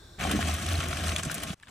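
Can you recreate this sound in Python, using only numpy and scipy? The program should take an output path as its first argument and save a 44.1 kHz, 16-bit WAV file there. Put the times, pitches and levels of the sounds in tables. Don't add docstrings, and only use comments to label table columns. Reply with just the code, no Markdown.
import sys
import numpy as np
from scipy import signal
from scipy.fft import rfft, irfft
from scipy.io import wavfile

SR = 44100
rng = np.random.default_rng(int(sys.argv[2]) if len(sys.argv) > 2 else 0)


def materialize(psi):
    bounded = np.clip(np.atleast_2d(psi).T, -1, 1)
    quanta = np.round(bounded * 32767).astype(np.int16)
    wavfile.write(sys.argv[1], SR, quanta)


N = 74970
TIME, FREQS = np.arange(N) / SR, np.fft.rfftfreq(N, 1 / SR)
POUR_START_S, POUR_END_S = 0.1833, 1.544


def amp(db):
    return 10 ** (np.asarray(db) / 20)


def unit(x):
    return x / np.sqrt(np.mean(x ** 2) + 1e-20)


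def level(table, column=1):
    rows = np.array(table)
    return amp(np.interp(TIME, rows[:, 0], rows[:, column]))


def read(table, column=1):
    rows = np.array(table)
    return np.interp(np.log(FREQS + 1), np.log(rows[:, 0]), rows[:, column])


def colour(x, spectrum):
    return unit(irfft(rfft(x) * amp(read(spectrum)), N))


def wander(rate_hz):
    noise = rfft(rng.standard_normal(N))
    return unit(irfft(noise * FREQS / (FREQS + rate_hz / 10) * np.exp(-(FREQS / rate_hz) ** 2), N))


def between(start_s, end_s):
    return np.clip(np.minimum(TIME - start_s, end_s - TIME) / .002 + .5, 0, 1)


def add(mix, start_s, sound):
    part = mix[round(start_s * SR):][:len(sound)]
    part += sound[:len(part)]


def impacts(per_s, spread_db):
    size = amp(spread_db * np.minimum(rng.exponential(1, N), 4))
    return size * rng.choice([-1, 1], N) * (rng.random(N) < per_s / SR)


def droplets(per_s, spread_db, cycles, glide, pitches=64):
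    t, out = np.arange(2048) / SR, np.zeros(N)
    for hz in np.geomspace(600, 15000, pitches) * rng.uniform(.98, 1.02, pitches):
        age = t * hz / cycles
        ping = np.exp(-age) * np.sin(2 * np.pi * hz * np.cumsum(1 + glide * np.minimum(age, 2)) / SR)
        out += np.sqrt(hz) * unit(signal.oaconvolve(impacts(per_s / pitches, spread_db), ping)[:N])
    return unit(out)


def ring(x, notes, slosh=.03, sag_per_s=0):
    out = np.zeros(N)
    for hz, width_hz, db in notes:
        pitch = hz * (1 - sag_per_s * (TIME - POUR_START_S) + slosh * wander(17.8))
        turn = np.exp(2j * np.pi * np.cumsum(pitch) / SR)
        fading = signal.lfilter([1], [1, -np.exp(-np.pi * width_hz / SR)], x / turn + 1e-18)
        out += amp(db) * unit((turn * fading).real)
    return unit(out)


def pulses(table, rise_s, decay_at_1khz_s):
    out, t = np.zeros(N), np.arange(SR // 10) / SR
    for start_s, hz, db in table:
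        life_s = decay_at_1khz_s * np.sqrt(1000 / hz)
        envelope = np.minimum(t / rise_s, 1) * np.exp(-t / life_s)
        add(out, start_s, amp(db) * envelope * np.sin(2 * np.pi * hz * t))
    return out


def walls(x, fade_s):
    t = np.arange(SR // 2) / SR
    echoes = rng.standard_normal(len(t)) * amp(-60 * t / fade_s) * (t > .0006)
    return signal.oaconvolve(x, echoes / np.linalg.norm(echoes))[:N]


# f/Hz, likeness/0-1, left lead/rad, left over right/dB
STEREO = [(81.4, 0.97, -0.5, -2.5), (218, 0.98, 0.5, -2), (700, 0.97, 0.87, 3), (1020, 0.82, 1.5, 6.5),
          (1150, 0.88, -0.96, 9), (2070, 0.99, 1, -1.5), (2860, 0.46, -0.5, 4.5), (3640, 0.71, 1, -0.5),
          (4500, 0.06, 0.5, 3), (6000, 0.82, 0, 0), (6940, 1, -1.5, 0), (8800, 0.83, 1.05, -0.5),
          (9700, 0.4, -2.5, -0.5), (12650, 0.87, -2.5, -0.5), (13160, 1, -3, 0)]

def microphones(direct, scattered):
    likeness = np.clip(read(STEREO), 0, 1)
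    above_bass = FREQS ** 4 / (FREQS ** 4 + 140 ** 4)
    mid = rfft(direct) * np.sqrt((1 + likeness) / 2)
    side = rfft(scattered) * np.sqrt((1 - likeness) / 2) * above_bass
    lean = np.exp(.5j * read(STEREO, 2) * above_bass) * amp(read(STEREO, 3) * above_bass / 2)
    return irfft(np.array([(mid + side) * lean, (mid - side) / lean]), N)


# f/Hz, relative level/dB
KITCHEN_TONE = [(20, -19), (45, 0), (110, -1), (270, -18.5), (345, -10), (520, -18), (1100, -22),
                (1450, -23.5), (1570, -13.5), (1700, -24), (2750, -33), (3150, -33), (3500, -15.5),
                (4300, -21), (4900, -29), (5450, -21.5), (6200, -31), (7200, -25.5), (9500, -34),
                (16000, -27)]

def kitchen():
    before = amp(-50.5) * colour(rng.standard_normal(N), KITCHEN_TONE)
    rumble_tone = [(20, -5), (80, 7), (300, -18), (1000, -15), (16000, -32)]
    after = amp(-64.5) * colour(rng.standard_normal(N), rumble_tone)
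    return before * between(-1, POUR_START_S) + after * between(POUR_END_S, 2)


# t/s, level/dB
SAUCE_LEVEL = [(1.55, -77), (1.62, -60), (1.67, -59.5), (1.69, -51)]

def sauce():
    pops = droplets(per_s=1800, spread_db=1, cycles=3.1, glide=0.011)
    crackle = colour(pops, [(200, 14), (600, -2.5), (2800, -4), (5000, -9.5), (16000, -12)])
    return crackle * level(SAUCE_LEVEL) * between(POUR_END_S, 2)


# t/s, relative level/dB
BOOM_LEVEL = [(.18, -58), (.25, -34), (.45, -30), (.55, -28), (.6, -41), (.635, -39), (.68, -31),
              (.765, -25.5), (.83, -36), (.875, -32.5), (.98, -38), (1.08, -27), (1.15, -36), (1.24, -42),
              (1.31, -51), (1.54, -43)]

def floor_boom(hz=82.75, waver=0.059):
    tone = np.sin(2 * np.pi * np.cumsum(hz * (1 + waver * wander(19))) / SR)
    return amp(-1.5) * level(BOOM_LEVEL) * unit(tone * amp(2 * wander(29)))


# f/Hz, width/Hz, relative level/dB
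BASIN_NOTES = [(67.5, 21, -3.5), (130, 38, -2.5), (164.8, 24, 3.5), (202.1, 14, 0.5), (239, 39, -2),
               (286.9, 14.3, 0), (349, 24, -8)]

def basin_drum(flow_gain):
    drum = ring(impacts(per_s=1400, spread_db=2), BASIN_NOTES)
    drum = colour(drum, [(20, -17), (55, 4), (420, -7.5), (900, -13.5), (4000, -29)])
    return amp(2) * flow_gain * drum


# t/s, f/Hz, level/dB
PASTA_CLUMPS = [(.288, 216, -18.5), (.336, 230, -19), (0.347, 284, -18.5), (0.356, 220, -18),
                (.389, 218, -21.5), (1.256, 250, -27), (1.267, 148, -21.5), (1.503, 175, -22)]

def clumps():
    return pulses(PASTA_CLUMPS, rise_s=0.0027, decay_at_1khz_s=0.0035)


# lowest f/Hz, highest f/Hz
SLAP_RANGES = [(1100, 1960), (2300, 3750), (5000, 10700)]
# t/s, fade time/s, then relative level/dB of body, smack and fizz
PASTA_SLAPS = [(0.2933, 0.016, -32.5, -37, -37), (0.427, 0.0015, -19.5, -20.5, -42),
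               (0.6636, 0.003, -58, -26.5, -28), (0.8028, 0.014, -31, -32, -36),
               (0.829, 0.0034, -29.5, -32, -45), (0.9295, 0.003, -24, -27, -46),
               (1.069, 0.0071, -30.5, -39, -31.5), (1.1621, 0.0029, -28, -21, -21),
               (1.182, 0.012, -32.5, -33, -31), (1.232, 0.0064, -30, -39, -26),
               (1.2505, 0.0058, -45, -38, -29), (1.297, 0.0024, -24.5, -31.5, -48),
               (1.3126, 0.0061, -31.5, -32, -33), (1.381, 0.0034, -36, -28, -33.5),
               (1.483, 0.004, -42, -34, -36.5), (1.502, 0.01, -39, -34.5, -52),
               (1.599, 0.002, -55, -51.5, -56), (1.627, 0.0051, -48, -49, -50.5),
               (1.6324, 0.0038, -46, -49, -58), (1.671, 0.0053, -45, -46.5, -64),
               (1.682, 0.006, -46.5, -48, -52)]

def slaps(rise_s=0.00044):
    out, t = np.zeros(N), np.arange(SR // 20) / SR
    bands = [signal.butter(2, edges, "band", fs=SR, output="sos") for edges in SLAP_RANGES]
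    for start_s, fade_s, *band_dbs in PASTA_SLAPS:
        noises = [unit(signal.sosfilt(band, rng.standard_normal(len(t)))) for band in bands]
        burst = sum(amp(db) * noise for db, noise in zip(band_dbs, noises))
        add(out, start_s, amp(-2.5) * burst * np.minimum(t / rise_s, 1) * np.exp(-t / fade_s))
    return out


# t/s, relative level/dB
DROP_TICKS = [(0.3149, -11), (0.5407, -17), (.7325, -18), (.8859, -18), (1.3175, -17), (1.344, -15),
              (1.3501, -18), (1.4344, -16)]

def ticks(snap_hz=11600, snap_s=.00012, mist_s=0.0033, low_cut_hz=5800):
    out, t = np.zeros(N), np.arange(SR // 50) / SR
    bright = signal.butter(2, low_cut_hz, "high", fs=SR, output="sos")
    for start_s, db in DROP_TICKS:
        snap = 1.2 * np.exp(-t / snap_s) * np.cos(2 * np.pi * snap_hz * t)
        mist = amp(-11) * np.exp(-t / mist_s) * rng.standard_normal(len(t))
        add(out, start_s, amp(db) * signal.sosfilt(bright, snap + mist))
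    return out


# t/s, f/Hz, level/dB
BIG_BUBBLES = [(.251, 750, -22), (.391, 714, -22.5), (.492, 720, -23), (.754, 4180, -22),
               (1.1634, 3350, -19.5), (1.2345, 7950, -21.5), (1.2988, 1460, -25.5), (1.6325, 1720, -37.5)]

def glugs():
    return pulses(BIG_BUBBLES, rise_s=0.00048, decay_at_1khz_s=0.004)


# starting f/Hz, width/Hz, relative level/dB
COLANDER_NOTES = [(566, 38, -5), (702, 39, -0.5), (742, 51, -0.5), (1375, 99, -4), (1743, 89, -1)]

def colander():
    hollow = ring(impacts(per_s=2000, spread_db=3.5), COLANDER_NOTES, sag_per_s=0.096)
    return colour(hollow, [(200, -15), (550, -3)])


def first_gush(peak_s=0.313, width_s=0.073):
    swell = np.exp(-((TIME - peak_s) / width_s) ** 2)
    tone = [(60, -15), (180, 4), (720, 2.5), (950, -14), (1750, 1.5), (4500, -20)]
    return amp(-36) * swell * colour(rng.standard_normal(N), tone)


def spatter(per_s, life_s):
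    gobs = rng.random(N) * (rng.random(N) < per_s / SR)
    surge = signal.lfilter([1], [1, -np.exp(-1 / (life_s * SR))], gobs)
    return unit(surge - surge.mean())


# f/Hz, relative level/dB
SPLASH_TONE = [(150, -1), (400, -8), (700, 5.5), (820, -8), (970, -7), (1130, 0.5), (1700, -0.5),
               (2050, -0.5), (3300, -1.5), (4400, -10), (6000, -19), (16000, -15)]
SPRAY_TONE = [(1000, -18), (3500, 0.5), (4900, -1), (6100, 4.5), (6900, 1), (8100, 0.5), (10200, -3),
              (12000, -1.5), (13500, -15), (16000, -21)]
# t/s, then relative level/dB of basin drumming, splash and spray
POUR_LEVELS = [(.18, -49, -55, -67), (.195, -42.5, -39, -49), (.235, -37, -32.5, -39.5),
               (.3, -34.5, -37, -44.5), (.365, -33.5, -37.5, -40.5), (.44, -39.5, -36, -41.5),
               (.485, -37, -35.5, -38), (.57, -43.5, -40.5, -43), (.7, -38.5, -37.5, -40.5),
               (.82, -40.5, -37.5, -41.5), (.86, -37, -39, -44), (.96, -42.5, -38, -42),
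               (1.08, -39, -37, -40), (1.195, -40.5, -39.5, -44.5), (1.215, -47, -45.5, -48),
               (1.26, -42, -42.5, -46.5), (1.32, -43.5, -39, -45), (1.54, -45.5, -47, -48)]

def stream(splash_db, spray_db):
    bubbles = droplets(per_s=2000, spread_db=2.2, cycles=20, glide=.004)
    drops = droplets(per_s=5000, spread_db=2, cycles=6.4, glide=0.024)
    crackle = unit(impacts(per_s=5000, spread_db=2.5))
    splash = drops + amp(-1.5) * crackle + amp(-3.5) * bubbles
    splash = amp(-0.5) * colour(splash * amp(splash_db), SPLASH_TONE)
    spray = unit(impacts(per_s=26000, spread_db=2.2)) + amp(-5) * bubbles
    spray = amp(-0.5) * colour(spray * amp(spray_db), SPRAY_TONE)
    return level(POUR_LEVELS, 2) * (splash + amp(-7) * colander()) + level(POUR_LEVELS, 3) * spray


def scene():
    gush = 0.77 * wander(54) + 1.16 * spatter(per_s=110, life_s=0.0039)
    splash_db = 1.7 * gush + 0.61 * wander(135)
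    spray_db = 1.15 * gush + 1.1 * wander(107)
    pouring = between(POUR_START_S, POUR_END_S)
    direct_sink, scattered_sink = (basin_drum(level(POUR_LEVELS)) + floor_boom() for _ in range(2))

    def mix(bass, bubbles=0):
        wet = (stream(splash_db, spray_db) + first_gush()) * pouring + slaps() + ticks() + bubbles
        echoes = amp(-13) * walls(wet, fade_s=0.17)
        return wet + (bass + echoes) * pouring + kitchen() + sauce()

    return microphones(direct=mix(direct_sink + clumps(), glugs()), scattered=mix(scattered_sink))


def record(dry):
    low_pass = signal.firwin(511, 15900, window=("kaiser", 9), fs=SR)
    return signal.oaconvolve(dry, low_pass[None], "same")


dry = scene()
out = record(dry)
materialize(out)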